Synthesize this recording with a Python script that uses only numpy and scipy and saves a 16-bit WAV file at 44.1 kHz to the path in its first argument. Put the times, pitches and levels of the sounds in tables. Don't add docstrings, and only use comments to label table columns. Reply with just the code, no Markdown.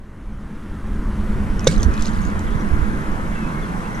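import sys
import numpy as np
from scipy import signal
from scipy.fft import rfft, irfft
from scipy.io import wavfile
from scipy.ndimage import uniform_filter1d

SR = 44100
rng = np.random.default_rng(int(sys.argv[2]) if len(sys.argv) > 2 else 0)


def put_to_file(sound):
    columns = np.atleast_2d(sound).T
    safe = np.clip(columns, -1, 1)
    whole_steps = np.round(safe * 32767)
    wavfile.write(sys.argv[1], SR, whole_steps.astype(np.int16))


N = 176400
TIME = np.arange(N) / SR
BINS_HZ = np.fft.rfftfreq(N, 1 / SR)
DROP_RISE_PER_S = 10

# t/s, f/Hz, rise/(Hz/s), level/dB, attack/s, t60/s
POCKETS = [(1.6695, 475, 6500, 5, .0012, .027), (1.6725, 148, 450, -11.5, .003, .38),
           (1.688, 420, 0, -21, .002, .08), (1.725, 510, 400, -19.5, .004, .07)]
# t/s, f/Hz, level/dB, t60/s
SPLASH_BUBBLES = [(1.6695, 760, -3, .011), (1.6693, 1180, -4, .011), (1.6695, 1520, -10, .022),
                  (1.672, 1950, -17, .025), (1.6705, 2200, -22, .1), (1.6712, 2760, -12, .019),
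                  (1.672, 3590, -3.5, .022), (1.6726, 3910, -5.5, .025), (1.673, 4400, -6, .012),
                  (1.6735, 5450, -18, .04), (1.674, 5750, -15, .04), (1.6712, 6220, -4, .021),
                  (1.673, 6950, -1.5, .015), (1.6724, 8500, -9, .008), (1.685, 1630, -25, .06)]
# f/Hz, level/dB
BURST_SPECTRUM = [(300, -26), (700, -5), (1500, -8), (3000, 2), (4200, 5), (7200, 2), (8300, -2),
                  (10500, -11), (15000, -22)]
FIZZ_SPECTRUM = [(400, -6), (1200, -3), (2300, 13), (3000, -3), (4000, 9), (6500, 7), (8500, 4),
                 (11000, -6), (15000, -35)]
TICK_SPECTRUM = [(1000, 2), (2500, -7), (4000, 0), (6500, 8), (9000, -3), (12000, -8), (15000, -19)]
# t/s, f/Hz, tone level/dB, tick level/dB
CHIPS_AND_DROPS = [(1.594, 5600, -17, -27), (1.606, 6530, -33, -32), (1.6444, 6300, -18, -30),
                   (1.712, 2700, -23, -20.5), (1.7628, 3940, -22, -39), (1.780, 6000, -20, -39),
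                   (1.799, 3300, -22, -37), (1.806, 6300, -20, -40), (1.821, 6440, -23, -36),
                   (1.8304, 5850, -10, -18.5), (1.8331, 4300, -22, -26), (1.838, 3570, -27, -38),
                   (1.939, 2400, -29, -34), (1.941, 6200, -31, -41), (1.977, 3780, -22, -35),
                   (1.998, 3370, -31, -40), (2.01, 3970, -29, -31), (2.0225, 5860, -20, -28),
                   (2.024, 4600, -22, -29), (2.056, 3980, -19, -30), (2.057, 5000, -19, -36),
                   (2.066, 6240, -20, -33), (2.094, 7040, -28, -36), (2.1325, 3940, -35, -41),
                   (2.219, 6200, -40, -38), (2.252, 6600, -28, -30), (2.302, 5000, -45, -38),
                   (2.3934, 6210, -38, -29.5)]
# t/s, level/dB
SPRAY_ENVELOPE = [(1.68, -54.5), (1.72, -33.5), (1.77, -51), (1.83, -44), (1.86, -56), (1.91, -52),
                  (1.94, -45), (1.97, -48), (2.03, -38), (2.075, -37.5), (2.11, -46.5), (2.26, -49.5),
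                  (2.33, -57), (2.6, -54)]
# t/s, length/s, start f/Hz, end f/Hz, level/dB
BIRD_NOTES = [(1.6, .05, 2560, 2530, -45), (1.9, .12, 2530, 2520, -44.5), (2.21, .035, 6750, 6400, -49),
              (2.244, .04, 6550, 6950, -48.5), (2.466, .027, 3530, 2950, -46),
              (2.503, .045, 3290, 3600, -50), (2.594, .024, 5900, 5500, -47),
              (3.352, .032, 2640, 2690, -41.5), (3.388, .09, 2620, 2570, -43), (3.535, .1, 2200, 2130, -43),
              (3.617, .03, 3550, 3380, -47), (3.835, .04, 2310, 2960, -45.5), (3.946, .01, 6700, 5100, -41)]
# f/Hz, level/dB
TRAFFIC_SPECTRUM = [(60, -42), (120, -4.5), (150, -1.5), (190, 0), (245, -7.5), (290, -8), (400, -13),
                    (520, -16), (720, -19.5), (1000, -11.5), (1500, -14), (2100, -20), (2500, -30),
                    (3200, -33), (4700, -42), (5800, -39.5), (7500, -42.5), (10500, -41.5), (15000, -57)]
# f/Hz, coherence/1
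TRAFFIC_COHERENCE = [(60, 1), (200, 1), (400, 0.76), (620, 0.29), (1000, 0.68), (1500, 0.71), (2100, 1),
                     (2600, 0.47), (3500, 0.22), (5200, 0.031)]
# f/Hz, phase/rad
TRAFFIC_LEAD = [(100, 0.56), (560, -1.16), (700, 1.5), (1100, 2.5), (2200, 2), (2800, 0.47), (5000, 1)]
# f/Hz, level/dB
TRAFFIC_BALANCE = [(110, 1.5), (200, -6), (370, -2.5), (690, -5.5), (1270, 2), (2330, 0), (4290, 0.5),
                   (7900, -1.5), (14500, 1)]
# t/s, level/dB
ENGINE_ENVELOPE = [(0, -1), (1.3, 9), (1.8, 5.5), (2.6, 4), (4, -2)]
BREEZE_ENVELOPE = [(0, -19.5), (.25, -15), (.5, -22.5), (.95, -14.5), (1.2, -16), (1.5, -16), (1.65, -20),
                   (1.85, -13), (1.97, -20.5), (2.15, -20.5), (2.4, -20.5), (2.75, -19.5), (3, -23),
                   (3.2, -23.5), (3.6, -27.5), (4, -30.5)]
# f/Hz, level/dB
BREEZE_SPECTRUM = [(8, 0), (18, -7.5), (32, -2.5), (62, -9.5), (100, -13.5), (140, -29), (300, -24.5),
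                   (1000, -53), (4000, -85)]
# t/s, f/Hz, level/dB
EDDIES = [(1.779, 45, -5), (1.865, 62, -2), (1.896, 52, -4), (2.209, 50, -11), (2.557, 125, -6),
          (2.737, 62, -4), (2.831, 52, -4)]
# t/s, level/dB
FADE_IN = [(0, -19.5), (.25, -16), (.5, -13), (1, -8), (1.3, -5), (1.6, -4), (2, -3)]
# t/s, side gain/1
WIDTH = [(1.1, 0.034), (1.3, 0.33), (1.6, 0.52), (1.75, 0.85)]


def amp(db):
    return 10 ** (np.asarray(db) / 20)


def unit(x):
    return x / np.sqrt(np.mean(x ** 2) + 1e-20)


def at_hz(points, hz):
    f, value = np.transpose(points)
    return np.interp(np.log(hz + 1), np.log(f), value)


def envelope(points):
    return amp(np.interp(TIME, *np.transpose(points)))


def pan(db):
    gains = amp(np.array([[db], [-db]]) / 2)
    return gains / gains.mean()


def add(mix, at_s, sound):
    part = mix[..., round(at_s * SR):][..., :sound.shape[-1]]
    part += sound[..., :part.shape[-1]]


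def noise(spectrum):
    return unit(irfft(rfft(rng.standard_normal((2, N))) * amp(at_hz(spectrum, BINS_HZ)), N))


def drift(rate_hz):
    return unit(irfft(rfft(rng.standard_normal(N)) * np.exp(-(BINS_HZ / rate_hz) ** 2), N))


def echoes(x, t60_s):
    t = TIME[:SR // 2]
    taps = rng.standard_normal((2, len(t))) * (rng.random((2, len(t))) < .08)
    taps = taps * (t > .003) * amp(-60 * t / t60_s)
    return signal.fftconvolve(x, taps / np.linalg.norm(taps[0]), axes=1)[:, :N]


def ping(hz, rise_hz_per_s, attack_s, t60_s):
    t = TIME[:int(t60_s * SR)]
    tone = np.sin(2 * np.pi * (hz * t + rise_hz_per_s * t ** 2 / 2))
    return tone * (1 - np.exp(-t / attack_s)) * amp(-60 * t / t60_s)


def plop():
    out = np.zeros(N)
    for at_s, hz, rise_hz_per_s, db, attack_s, t60_s in POCKETS:
        add(out, at_s, amp(db) * ping(hz, rise_hz_per_s, attack_s, t60_s))
    return out * pan(-4.5)


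def splash(peak_s=1.6741, rise_s=.0026, fall_s=.0043, fizz_t60_s=.25):
    age_s = TIME - peak_s
    burst = np.exp(np.minimum(age_s / rise_s, -age_s / fall_s))
    out = amp(-13) * burst * noise(BURST_SPECTRUM)[0]
    for at_s, hz, db, t60_s in SPLASH_BUBBLES:
        add(out, at_s, amp(db) * ping(hz, 0, attack_s=.002, t60_s=t60_s))
    fizz = noise(FIZZ_SPECTRUM) * (age_s > 0) * amp(-26 - 60 * np.maximum(age_s, 0) / fizz_t60_s)
    return out * pan(-4.8) + fizz * pan(-3.5)


def chips_and_droplets(tick_decay_s=.0015):
    out, hiss = np.zeros(N), noise(TICK_SPECTRUM)[0]
    for at_s, hz, tone_db, tick_db in CHIPS_AND_DROPS:
        add(out, at_s, amp(tone_db) * ping(hz, hz * DROP_RISE_PER_S, attack_s=.0008, t60_s=.01))
        tick = hiss[round(at_s * SR):][:SR // 20]
        add(out, at_s, amp(tick_db) * tick * np.exp(-TIME[:len(tick)] / tick_decay_s))
    return out * pan(-5)


def spray(drops_per_s=950, low_hz=2780, high_hz=9180, pitches=40):
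    out = np.zeros((2, N))
    for hz in np.geomspace(low_hz, high_hz, pitches):
        hits = rng.random(N) < drops_per_s / pitches / SR
        strength = amp(-3 * np.minimum(rng.exponential(1, N), 3))
        ring = ping(hz, hz * DROP_RISE_PER_S, attack_s=.0001, t60_s=rng.uniform(.003, .0046))
        out += signal.oaconvolve(hits * strength, ring)[:N] * pan(-4.5 + 2 * rng.standard_normal())
    return unit(out) * envelope(SPRAY_ENVELOPE)


def birds():
    out, waver = np.zeros(N), 1 + .014 * drift(rate_hz=130)
    for at_s, length_s, start_hz, end_hz, db in BIRD_NOTES:
        progress = np.linspace(0, 1, int(length_s * SR))
        hz = (start_hz + (end_hz - start_hz) * progress) * waver[round(at_s * SR):][:len(progress)]
        arch = np.sqrt(4 * progress * (1 - progress))
        add(out, at_s, amp(db) * arch * np.sin(2 * np.pi * np.cumsum(hz) / SR))
    out = out * pan(-5.5)
    return out + amp(-6) * echoes(out, t60_s=.3)


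def traffic(flicker_db=1.34):
    frames = dict(nperseg=2048, noverlap=1536)
    hz, _, (left, other) = signal.stft(rng.standard_normal((2, N)), SR, **frames)
    coherence = at_hz(TRAFFIC_COHERENCE, hz)[:, None]
    right = coherence * left + np.sqrt(1 - coherence ** 2) * other
    right = right * np.exp(-1j * at_hz(TRAFFIC_LEAD, hz))[:, None]
    flicker = uniform_filter1d(rng.standard_normal(left.shape), size=14, axis=0)
    flicker = unit(uniform_filter1d(flicker, size=8, axis=1))
    sides_db = np.array([[1], [-1]]) * at_hz(TRAFFIC_BALANCE, hz) / 2
    shape_db = (at_hz(TRAFFIC_SPECTRUM, hz) + sides_db)[:, :, None] + flicker_db * flicker
    _, roar = signal.istft(np.array([left, right]) * amp(shape_db), **frames)
    return amp(-26.5) * unit(roar[:, :N])


def engine(hum_hz=209.9, waver_hz=2.344, throb_hz=8.95, crest_s=1.757):
    throb = 1 + 2.8 * np.cos(2 * np.pi * throb_hz * (TIME - crest_s)) + .3 * drift(rate_hz=16.6)
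    hz = hum_hz + waver_hz * drift(rate_hz=8.2)
    hum = throb * np.sin(2 * np.pi * np.cumsum(hz) / SR)
    return amp(-34) * unit(hum) * envelope(ENGINE_ENVELOPE)


def breeze(coherence=.55, eddy_width_cycles=.69):
    left, other = noise(BREEZE_SPECTRUM)
    right = coherence * left + np.sqrt(1 - coherence ** 2) * other
    out = np.array([left, right]) * envelope(BREEZE_ENVELOPE) * pan(-3)
    for at_s, hz, db in EDDIES:
        cycles = (TIME - at_s) * hz
        suction = np.cos(2 * np.pi * cycles) * np.exp(-(cycles / eddy_width_cycles) ** 2)
        out -= amp(db) * suction * amp([[-43], [0]])
    return out


def scene(right_delay_s=.00004):
    patter = chips_and_droplets() + spray()
    impact = plop() + splash()
    bank = amp(-12) * echoes(patter, t60_s=.1)
    left, right = impact + patter + bank
    right = irfft(rfft(right) * np.exp(-2j * np.pi * BINS_HZ * right_delay_s), N)
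    return np.array([left, right]) + birds() + traffic() + engine() + breeze()


def record(dry, cutoff_hz=15150):
    mid, fade = dry.mean(0), envelope(FADE_IN)
    wide = mid + (dry - mid) * np.interp(TIME, *np.transpose(WIDTH))
    clipped = np.clip(wide * fade / fade[-1], -1, 1)
    lowpass = signal.firwin(511, cutoff_hz, window=("kaiser", 9), fs=SR)
    return signal.oaconvolve(clipped, lowpass[None], "same")


dry = scene()
out = record(dry)
put_to_file(out)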